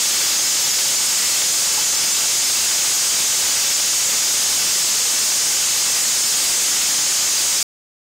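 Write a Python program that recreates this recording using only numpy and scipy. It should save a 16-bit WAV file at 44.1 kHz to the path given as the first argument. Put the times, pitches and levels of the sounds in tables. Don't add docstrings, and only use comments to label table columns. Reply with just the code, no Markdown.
import sys
import numpy as np
from scipy import signal
from scipy.fft import rfft, irfft, dct
from scipy.io import wavfile
from scipy.ndimage import uniform_filter1d

SR = 44100
rng = np.random.default_rng(int(sys.argv[2]) if len(sys.argv) > 2 else 0)


def store_pcm(level_fs):
    pcm = np.round(np.clip(level_fs, -1, 1) * 32767).astype(np.int16)
    wavfile.write(sys.argv[1], SR, np.atleast_2d(pcm).T)


def makeup_ratio(level_db):
    decades = np.asarray(level_db, float) / 20
    return 10 ** decades


N = 353221

FAMILY_HZ = [1200, 3300, 5200, 6800, 8300]
FAMILY_DRIFT_DB = [.8, .5, .5, .05, .7]
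BOWL_HZ = [860, 1210, 1310, 1524, 1660, 2090, 2258, 2668, 3010, 3250, 3492, 3967, 4520]
# width_hz, level_db
BOWL_RINGS = [(49, -16), (71.4, -16.5), (22.4, -26), (22.2, -14), (21, -15), (43.9, -13), (35, -11),
              (61, -9), (40.8, -9), (118.4, -13), (59.7, -9), (65, -13.5), (65.8, -10)]
PARTS_HZ = [4820, 4950, 5272, 5750, 6180, 6370, 6560, 6680, 6795, 6900, 7054, 7220, 7480, 7820, 8115, 8335,
            11150, 11820]
# width_hz, level_db
PARTS_RINGS = [(60.2, -6), (79.7, -4), (50.8, -1), (49.4, -6), (90, -2), (103.6, -2), (50.4, -4), (35, -2),
               (54.9, 0), (35.1, -3), (45.1, 1), (29.7, -3), (80.7, -7.5), (65, -7), (89, -3.5),
               (109.3, -4), (140, -19), (130, -26)]
# start_s, length_s, rise_db
TRACK_SWELLS = [
    (.05, 0.41, 2.5),
    (1.0, 0.57, 2.5),
    (5.5, .35, 1.5),
    (6.2, 0.38, 1.5),
]
# pitch_hz, level_db (per Hz)
SCRAPE_COLOUR = [(30, -51.5), (250, -26), (1000, -17), (2500, -12), (4300, -6), (5000, -2.5), (7000, -2),
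                 (8500, -6), (9300, -11.5), (11000, -20), (13000, -38.5), (16000, -37.5)]
# start_s, length_s, rise_db
YARD_SWELLS = [
    (2.7, .8, 2),
    (4.4, .6, 3),
    (5.4, 1.2, 2.5),
    (7.0, 1., 6),
]
# start_s, length_s, rise_db
WALL_SWELLS = [
    (.65, .45, 4),
    (1.15, 0.88, 8),
    (3.15, 0.66, 5.5),
    (3.85, .75, 7.5),
    (4.65, 0.27, 6),
    (5.0, .5, 3),
    (6.6, .45, 3),
    (7.3, .4, 8),
]
# start_s, length_s, rise_db
RAIL_SWELLS = [
    (1.0, .55, 10.5),
    (3.7, .3, 6),
    (4.0, .45, 3),
    (4.45, 0.54, 7),
    (5.9, .2, 5),
    (6.6, 0.28, 8),
    (6.9, 0.73, 3),
]
# start_s, peak_db, pitch_hz, fade_s (time to fall 60 dB)
TOSSES = [
    (1.111, -26, 890, 0.089),
    (1.775, -15.5, 857, 0.11),
    (2.185, -20, 1180, 0.08),
    (2.903, -28.5, 1216, 0.074),
    (4.516, -28.5, 925, 0.08),
    (4.956, -32, 1236, 0.08),
]
# pitch_hz, step_db
ROUNDING_STEPS = [(200, -45), (3000, -32), (8000, -21), (10000, -14.7), (11500, -15.6), (13000, -16.3),
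                  (14300, -16.9), (15000, -18), (15700, -18)]
# time_s, from_hz, to_hz
NOISE_SWAPS = [(0.138, 4690, 5640), (0.138, 8290, 9650), (0.324, 9000, 10310), (0.649, 4650, 6270),
               (0.649, 7600, 11020), (0.974, 14530, 15830), (0.719, 4650, 6310), (0.974, 5190, 6870),
               (0.974, 7620, 10340), (1.09, 4260, 5150), (1.09, 8270, 9650), (1.253, 4260, 6270),
               (1.81, 11740, 13110), (1.973, 5190, 7580), (2.043, 6910, 8270), (2.089, 9670, 11050),
               (2.135, 5230, 6890), (3.761, 5190, 6290), (4.62, 7600, 8960), (4.829, 8960, 10310),
               (4.899, 8960, 10310), (5.781, 6930, 8270), (5.99, 8290, 9630), (6.036, 4290, 6890),
               (1.253, 14380, 15830), (6.269, 5730, 6890), (7.128, 14450, 15830), (7.221, 8290, 9650),
               (7.546, 9020, 10340), (7.546, 12420, 13800)]


def evened(x):
    return x / np.sqrt(np.mean(x ** 2) + 1e-20)


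def taps(per_s, spread_db):
    strength = makeup_ratio(spread_db * np.minimum(rng.exponential(1, N), 5))
    sign = rng.choice([-1., 1.], N)
    return evened(strength * sign * (rng.random(N) < per_s / SR))


def ring(x, hz, width_hz):
    b, a = signal.iirpeak(hz, hz / max(width_hz, 5), SR)
    return signal.lfilter(b, a, x)


def swells(rows):
    t = np.arange(N) / SR
    total_db = 0
    for start_s, length_s, rise_db in rows:
        progress = np.clip((t - start_s) / max(length_s, .05), 0, 1)
        total_db = total_db + rise_db * np.sin(np.pi * progress) ** 2
    return total_db


def family_drift():
    bunch_s = .25
    steps = rng.standard_normal((len(FAMILY_DRIFT_DB), 1000))
    t = np.linspace(0, N / SR, steps.shape[1])
    bunch = np.exp(-.5 * ((t - t.mean()) / (bunch_s / 2)) ** 2)
    drifts = []
    for drift_db, row in zip(FAMILY_DRIFT_DB, steps):
        smooth = evened(np.convolve(row, bunch, "same"))
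        drifts.append(drift_db * np.interp(np.arange(N) / SR, t, smooth))
    return np.array(drifts)


def rattle(pitches_hz, rings, shake, per_s, spread_db):
    total = np.zeros(N)
    for hz, (width_hz, level_db) in zip(pitches_hz, rings):
        family = np.argmin(abs(np.log(hz / np.array(FAMILY_HZ))))
        total += makeup_ratio(level_db + shake[family]) * ring(taps(per_s, spread_db), hz, width_hz)
    return total


def scrape(shake):
    patchy_db = 1.1
    hz, t, ticks = signal.stft(taps(9000, 2.44), SR, nperseg=512)
    colour_hz, colour_db = np.transpose(SCRAPE_COLOUR)
    level_db = np.interp(np.log(hz + 1), np.log(colour_hz), colour_db)
    patches = uniform_filter1d(rng.standard_normal(ticks.shape), 5, 0)
    patches = evened(uniform_filter1d(patches, 12, 1))
    share = np.array([np.interp(hz, FAMILY_HZ, one) for one in np.eye(len(FAMILY_HZ))])
    at = np.minimum((t * SR).astype(int), N - 1)
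    field_db = level_db[:, None] + share.T @ shake[:, at] + patchy_db * patches
    return signal.istft(ticks * makeup_ratio(field_db), SR, nperseg=512)[1][:N]


def hum():
    b, a = signal.butter(2, 70, fs=SR)
    yard = evened(signal.lfilter(b, a, rng.standard_normal(N)))
    wall = evened(ring(taps(3000, 1.0), 552, 8))
    rails = evened(ring(taps(3000, 0.69), 1955, 50))
    yard *= makeup_ratio(-44 + swells(YARD_SWELLS))
    wall *= makeup_ratio(-41.5 + swells(WALL_SWELLS))
    rails *= makeup_ratio(-37 + swells(RAIL_SWELLS))
    return yard + wall + rails


def tosses():
    out = np.zeros(N)
    t = np.arange(8000) / SR
    overtones = [(1, 1), (1.12, 0.65), (3.05, .45), (3.55, .45)]
    for start_s, peak_db, hz, fade_s in TOSSES:
        knock = sum(g * np.sin(2 * np.pi * k * hz * t) for k, g in overtones)
        fade = makeup_ratio(peak_db - 60 * t / max(fade_s, .02))
        onset = 1 - np.exp(-t / 0.0026)
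        place = out[round(start_s * SR):][:len(t)]
        place += (fade * onset * knock)[:len(place)]
    return out


def scene():
    stroke = np.sin(2 * np.pi * 50 * np.arange(N) / SR)
    stroke_db = np.array([[.7], [.5], [.15], [0], [0]])
    clump_share = np.array([[.3], [1], [0], [0], [0]])
    shake = family_drift() + stroke_db * stroke + clump_share * swells(TRACK_SWELLS)
    steel = rattle(BOWL_HZ, BOWL_RINGS, shake, 700, 2.8)
    brass = rattle(PARTS_HZ, PARTS_RINGS, shake, 1500, 2.2)
    din = makeup_ratio(3) * steel + makeup_ratio(2.5) * brass + scrape(shake)
    mix = makeup_ratio(-5.5) * evened(din) + hum() + makeup_ratio(6.5) * tosses()
    return np.tile(mix, (2, 1))


def overload(x):
    return makeup_ratio(-16.5) * np.tanh((x / makeup_ratio(-16.0)) * 1.3)


def watery_rounding(x):
    hop, offset = 1024, 539
    top_hz, wobble_db = 15725, .3
    window = np.sin(np.pi * (np.arange(2 * hop) + .5) / (2 * hop))
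    padded = np.pad(x, (2 * hop - offset, 3 * hop))
    blocks = np.lib.stride_tricks.sliding_window_view(padded, 2 * hop)[::hop] * window
    a, b, c, d = np.split(blocks, 4, 1)
    lines = dct(np.c_[-c[:, ::-1] - d, a - b[:, ::-1]], 4, norm="ortho")
    hz = (np.arange(hop) + .5) * SR / 2 / hop
    wobble = np.repeat(rng.standard_normal((len(lines), 32)), hop // 32, 1)
    step = makeup_ratio(np.interp(hz, *np.transpose(ROUNDING_STEPS)) + wobble_db * wobble)
    whole = np.floor((abs(lines) / step) ** .75 + .4)
    rounded = np.sign(lines) * whole ** (4 / 3) * step
    h, k = np.split(dct(rounded * (hz < top_hz), 4, norm="ortho"), 2, 1)
    blocks = np.c_[k, -k[:, ::-1], -h[:, ::-1], -h] * window
    return (blocks[1:, :hop] + blocks[:-1, hop:]).ravel()[hop - offset:][:N]


def noise_swaps(x):
    out = x.copy()
    hz = np.fft.rfftfreq(2048, 1 / SR)
    window = signal.windows.kaiser_bessel_derived(2048, 4 * np.pi)
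    for time_s, low_hz, high_hz in NOISE_SWAPS:
        middle = round(time_s * SR)
        block = slice(middle - 1024, middle + 1024)
        inside = (hz > low_hz) & (hz < high_hz)
        band = irfft(rfft(x[:, block]) * inside)
        noise = irfft(rfft(rng.standard_normal(band.shape)) * inside)
        out[:, block] += window * evened(noise) * band.std() - window ** 2 * band
    return out


def band_limit(x):
    return signal.sosfilt(signal.butter(12, 15830, fs=SR, output="sos"), x)


def record(dry):
    squared = overload(dry[0])
    b, a = signal.butter(1, 120, "high", fs=SR)
    thin = signal.lfilter(b, a, squared)
    b, a = signal.butter(1, 18300, fs=SR)
    soft = signal.lfilter(b, a, thin)
    both = np.tile(watery_rounding(soft), (2, 1))
    running = np.arange(N) < 7.6284 * SR
    return band_limit(noise_swaps(both) * running)


dry = scene()
out = record(dry)
store_pcm(out)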